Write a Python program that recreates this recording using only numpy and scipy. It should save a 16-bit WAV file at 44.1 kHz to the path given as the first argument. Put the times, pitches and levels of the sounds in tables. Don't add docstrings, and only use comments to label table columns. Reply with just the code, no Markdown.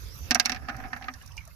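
import sys
import numpy as np
from scipy import signal
from scipy.fft import rfft, irfft
from scipy.io import wavfile
from scipy.ndimage import uniform_filter1d

SR = 44100
rng = np.random.default_rng(int(sys.argv[2]) if len(sys.argv) > 2 else 0)


def generate_wav(sig):
    pcm = np.round(np.clip(np.atleast_2d(sig).T, -1, 1) * 32767).astype(np.int16)
    wavfile.write(sys.argv[1], SR, pcm)


N = 68355
TAPS = 12288
TREBLE_HZ, TOP_HZ = 3800, 10700
LEFT_LAG_S = 0.000225


def amp(db):
    return 10 ** (np.asarray(db) / 20)


def unit_rms(x):
    return x / np.sqrt(np.mean(x ** 2) + 1e-20)


def decay(t, t60):
    return amp(-60 * t / t60)


def at_frequency(points, hz):
    f, value = np.transpose(points)
    return np.interp(np.log(hz + 1), np.log(f + 1), value)


def envelope(points):
    return amp(np.interp(np.arange(N) / SR, *np.transpose(points)))


def add(mix, s, sound):
    part = mix[:, round(s * SR):][:, :sound.shape[1]]
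    part += sound[:, :part.shape[1]]


def colour(x, points, size=4096):
    log_gain = np.log(amp(at_frequency(points, abs(np.fft.fftfreq(size, 1 / SR)))))
    response = np.exp(np.conj(signal.hilbert(log_gain)))
    taps = np.fft.ifft(response).real[:size // 2]
    return signal.fftconvolve(x, taps[None], axes=1)[:, :x.shape[1]]


def correlate(pair, correlation):
    shared = np.clip(correlation, 0, 1)
    return np.array([shared * pair[1] + np.sqrt(1 - shared ** 2) * pair[0], pair[1]])


def lake(patch_depth_db=4):
    spectrum = [(30, 15.5), (200, -3), (420, -6), (750, -12.5), (1200, 1.5), (2500, 0.5), (4000, -5.5),
                (6000, -1), (9000, 1), (12000, 1), (14500, 2.5)]
    hz, _, noise = signal.stft(rng.standard_normal((2, N)), SR, nperseg=512)
    patches = uniform_filter1d(rng.standard_normal(noise.shape[1:]), size=8, axis=0)
    patches = unit_rms(uniform_filter1d(patches, size=10, axis=1))
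    wash = noise * amp(at_frequency(spectrum, hz)[:, None] + patch_depth_db * patches)
    return amp(-46.5) * unit_rms(signal.istft(wash, SR, nperseg=512)[1][:, :N])


def wind():
    spectrum = [(10, -7), (30, -17.5), (55, 4.5), (80, 0.5), (130, -6.5), (200, -18.5), (350, -39),
                (1000, -36), (4000, -108)]
    gusts = [(0, -45), (.05, -40), (.13, -46), (.23, -43), (.3, -47.5), (.45, -45.5), (.58, -34),
             (.7, -41.5), (.82, -33), (.95, -41), (1.05, -42.5), (1.28, -41), (1.39, -36.5), (1.55, -44.5)]
    noise = correlate(rng.standard_normal((2, N)), correlation=0.23)
    rumble = rfft(noise) * amp(at_frequency(spectrum, np.fft.rfftfreq(N, 1 / SR)))
    return unit_rms(irfft(rumble, N)) * envelope(gusts) * amp([[-2.5], [0]])


def handling():
    bumps = [(.034, 0.041, -34.5, 110.4, 64), (.192, 0.073, -35, 46, 88.5), (.745, 0.056, -35, 130, 112)]  # t/s, duration/s, level/dB, starting f/Hz, ending f/Hz
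    out = np.zeros((2, N))
    for s, length, db, from_hz, to_hz in bumps:
        progress = np.arange(0, length, 1 / SR) / length
        cycles = np.cumsum(from_hz + (to_hz - from_hz) * progress) / SR
        swell = np.sin(np.pi * progress) ** 0.64
        add(out, s, amp(db) * swell * np.sin(2 * np.pi * cycles) * amp([[-6.5], [0]]))
    return out


def reverberation(size=128, delay_s=0.0004):
    decay_times = [(200, 0.087), (600, 0.1), (1500, 0.09), (3700, 0.036), (6000, 0.037), (10000, 0.02)]  # f/Hz, T60/s
    spectrum = [(200, -10.5), (600, 0.5), (1500, -1.5), (5500, -4), (9000, -3)]  # f/Hz, relative level/dB
    coherence = [(300, 1), (800, 0.13), (2000, 0.023), (6000, 0.061)]  # f/Hz, left-right correlation
    hz, t, field = signal.stft(rng.choice([-1., 1.], (2, TAPS)), SR, nperseg=size)
    hz = hz[:, None]
    t60 = at_frequency(decay_times, hz)
    field = correlate(field, at_frequency(coherence, hz)) * amp(at_frequency(spectrum, hz))
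    tail = signal.istft(field * decay(t, t60) / np.sqrt(t60), SR, nperseg=size)[1][:, :TAPS]
    tail = tail * (np.arange(TAPS) / SR > delay_s)
    return tail / np.linalg.norm(tail[1])


def swish(pulses_per_s=1500):
    levels = [(.15, -67.5), (.29, -50.5), (.5, -40.5), (.62, -60), (1.1, -72), (1.16, -52.5), (1.25, -55),
              (1.33, -62)]
    spectrum = [(150, -13), (450, -5.5), (750, -7), (1700, -10), (2600, -3.5), (3600, -12), (8000, -15)]  # f/Hz, gain/dB
    pulses = rng.standard_normal(N) * (rng.random(N) < pulses_per_s / SR)
    fizz = signal.fftconvolve(pulses[None], reverberation(), axes=1)[:, :N]
    return unit_rms(colour(fizz, spectrum)) * envelope(levels)


def bubble(hz, db, attack_s=0.00021, glide_per_s=0.8):
    t = np.arange(TAPS) / SR
    amplitude = amp(db) * decay(t, t60=0.027) * (1 - np.exp(-t / attack_s))
    ring = (amplitude * np.sin(2 * np.pi * hz * t * (1 + glide_per_s * t / 2)))[None]
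    return ring + amp(6) * signal.fftconvolve(ring, reverberation(), axes=1)[:, :TAPS]


def gurgles(spread_db=3.5):
    runs = [(0.016, 0.304, 286, -62, 267, 517), (0.404, 0.922, 74, -51.5, 300, 550),
            (1.134, 1.518, 140, -50.5, 827, 2734)]
    out = np.zeros((2, N))
    for start, end, per_s, db, low_hz, high_hz in runs:
        count = round(per_s * (end - start))
        for when, pitch, faintness in rng.random(size=(200, 3))[:count]:
            hz = low_hz * (high_hz / low_hz) ** pitch
            add(out, start + when * (end - start), bubble(hz, db - spread_db * faintness))
    return out


def click(direct_db, ping_hz=4500):
    t = np.arange(TAPS) / SR
    ping = amp(-19.5) * decay(t, t60=0.0036) * np.cos(2 * np.pi * ping_hz * t)
    direct = amp(direct_db - 5) * (signal.unit_impulse(TAPS) + ping)
    return np.array([np.roll(direct, round(LEFT_LAG_S * SR)), direct]) + amp(8.5) * reverberation()


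def drops():
    drips = [(1.139, 1735, -37), (1.212, 1670, -40), (1.213, 2900, -47.5), (1.228, 1140, -46),
             (1.317, 2920, -43.5), (1.367, 901.5, -41.5), (1.378, 2360, -27.5), (1.377, 2810, -37),
             (1.407, 2246, -36.5), (1.476, 626, -46)]
    spits = [(0.884, -39, 13), (0.972, -34, 15.5), (1.138, -12.5, -7), (1.223, -29, 9), (1.261, -27.5, 11),
             (1.276, -24, 4), (1.32, -25, -2), (1.368, -16.5, -0.5), (1.378, -17.5, -4), (1.452, -34.5, 18),
             (1.476, -33.5, 18)]
    spit_spectrum = [(300, -14.5), (1500, -10), (3200, -16.5), (5500, 1.5), (8000, 3), (14000, -7)]  # f/Hz, gain/dB
    out = np.zeros((2, N))
    for s, hz, db in drips:
        add(out, s, bubble(hz, db))
    for s, db, top_db in spits:
        tick = colour(click(direct_db=1.5), spit_spectrum)
        add(out, s, amp(db) * colour(tick, [(TREBLE_HZ, 0), (TOP_HZ, top_db)]))
    return out


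def mode(hz, db, t60, left_lead_s=0.00011):
    t = np.arange(TAPS) / SR
    return amp(db) * decay(t, t60) * np.cos(2 * np.pi * hz * (t + np.array([[left_lead_s], [0]])))


def impact(s, thump_db, treble_db, top_db, tock=0, detune=0.0024, air_below_hz=1000):
    modes = [(243, -36, 0.11), (398, -44.5, 0.15), (731.7, -30, 0.082), (1242.6, -36, 0.14),
             (1562, -35.5, 0.071), (1623, -45, 0.055), (1700, -37.5, 0.062), (1838, -36.5, 0.075),
             (2200, -34.5, 0.038), (2660, -25.5, 0.059), (4770, -32, .028), (5370, -32.5, 0.022),
             (5900, -35.5, 0.028)]
    air_pitch = [(.36, 0.99), (.5, 1.025), (.68, 1.07), (.82, 1.045), (1.09, 1.045)]
    contact_spectrum = [(40, -6.5), (150, -8.5), (250, 0), (340, -12), (500, -15.5), (740, 1), (950, -8),
                        (1600, 0.5), (2400, 1), (3200, -8), (5500, -1.5), (8000, 1), (15000, -11.5)]
    shifts = 1 + detune * rng.uniform(-1, 1, len(modes))
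    rise = np.interp(s, *np.transpose(air_pitch))
    ring = sum(mode(hz * shift * (rise if hz < air_below_hz else 1), db, t60)
               for (hz, db, t60), shift in zip(modes, shifts))
    contact = click(direct_db=0.13 * top_db)
    tone = [(275, thump_db), (1210, 0), (1744, 0), (TREBLE_HZ, treble_db), (TOP_HZ, top_db)]
    return colour(colour(contact + ring + tock, contact_spectrum), tone)


def grinding(places=8, slips_per_s=750, spread_db=14):
    levels = [(.18, -64.5), (.29, -39), (.5, -22), (0.571, -39.5), (0.611, -29.5), (0.669, -29.5),
              (.72, -21), (.78, -23.5), (0.851, -22), (0.889, -34), (.95, -23), (0.998, -34.5), (1.05, -31),
              (1.09, -27), (1.122, -35.5), (1.152, -40.5)]
    out = np.zeros((2, N))
    moments, step = np.linspace(levels[0][0], levels[-1][0], places, retstep=True)
    for s in moments:
        share = np.maximum(1 - abs(np.arange(N) / SR - s) / (2 * step), 0) / 2
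        slips = (rng.random(N) < slips_per_s * share / SR) * rng.choice([-1, 1], N)
        force = slips * amp(spread_db * rng.uniform(-0.8, 1, N)) * envelope(levels)
        response = impact(s, thump_db=4, treble_db=-23, top_db=-58)
        out += signal.fftconvolve(force[None], response, axes=1)[:, :N]
    return out


def snap(width_s=0.000019):
    t = np.arange(TAPS) / SR - np.array([[LEFT_LAG_S], [0]])
    u = t / width_s - 2
    return -u * np.exp(-u ** 2 / 2) * amp([[-1.5], [-3]])


def knocks():
    # t/s, level/dB, thump gain/dB, treble gain/dB, top gain/dB, tock f/Hz, relative tock level/dB
    collisions = [(.3089, 11.5, 6.5, 1.5, -6, 1830, -4), (.3150, -5.5, -0.5, 17.5, -4.5, 1600, 19),
                  (0.3473, 4.5, -10, 0, 6.5, 5680, 1.5), (.3541, 12.5, 0.5, -10, -16, 1584, -9),
                  (.3980, 9, -5, 6.5, -1, 1620, 3.5), (.4522, -10, 15.5, 13.5, -6, 4250, -1),
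                  (0.4578, 10, -13.5, -2, -5, 5540, -6), (0.4958, 5.5, -2.5, -3, -11.5, 1762, 3.5),
                  (.5197, 2, -1, 1.5, -15.5, 5800, 0.5), (0.5465, -4, 1, -6, -20, 1780, -17),
                  (.5610, -4.5, -46, -5.5, -30, 1280, -3), (.5685, -6.5, -1, -12, -29, 1765, -8),
                  (0.6857, 2, 2, -10, -29.5, 1235, 2), (.6945, -0.5, 1, -5, -27.5, 1430, 3),
                  (0.7002, -7.5, -16, -25, -43, 1735, 9.5), (0.745, -10.5, -14, -24, -39, 1280, 5),
                  (.7660, -17, -16, -11.5, 2, 1660, -1), (.8010, -4.5, -4, -20, -38, 1680, -17),
                  (0.838, -4, -8, -18, -37, 1420, -11), (0.856, -11.5, 18, -10, -50, 1700, -3),
                  (.9310, 4, -14, -13, -33.5, 1790, 1.5), (.9635, -2, -15, -17.5, -28, 1694, -6),
                  (1.012, -10.5, -16, -37, -41, 770, 11), (1.0240, -6, 2, -6, -34, 2010, -7),
                  (1.0420, -7, 4, -5.5, -33, 1710, -21), (1.0833, 1, -15.5, -13, -39, 1235, 7.5),
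                  (1.0842, -1.5, 0, -6.5, -44, 1910, 7.5)]
    out = np.zeros((2, N))
    for s, db, thump_db, treble_db, top_db, tock_hz, tock_db in collisions:
        tock = mode(tock_hz, tock_db - 22, t60=0.041)
        add(out, s, amp(db) * impact(s, thump_db, treble_db, top_db, tock))
        add(out, s, amp(db + (treble_db + top_db) / 2) * snap())
    return out


def scene():
    return knocks() + grinding() + drops() + swish() + gurgles() + lake() + wind() + handling()


def record(dry, threshold_db=-22, max_duck_db=7.5, sink_db_per_s=0.37, cutoff_hz=14800):
    left_port = [(100, -1), (260, 3), (750, -3), (1600, -5), (3200, -1.5), (5500, -3.5), (8500, -11),
                 (12000, -4), (14500, -6)]
    right_port = [(100, 3.5), (2400, 0.5), (3200, 2.5), (4400, 7.5), (5900, 8.5), (7200, -6), (8700, -17.5),
                  (11000, -1.5), (13000, -2.5), (14500, -22)]
    x = np.vstack([colour(dry[:1], left_port), colour(dry[1:], right_port)])
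    power_db = 10 * np.log10(abs(uniform_filter1d((x ** 2).mean(0), size=128)) + 1e-12)
    excess_db = np.clip(power_db - threshold_db, 0, max_duck_db)
    sink_db = np.arange(N) / SR * sink_db_per_s
    duck_db = np.maximum.accumulate(excess_db - sink_db) + sink_db
    x = np.tanh(x * amp(-uniform_filter1d(duck_db, size=64)))
    lowpass = signal.firwin(255, cutoff_hz, window=("kaiser", 8), fs=SR)
    return signal.oaconvolve(x, lowpass[None], "same")


dry = scene()
out = record(dry)
generate_wav(out)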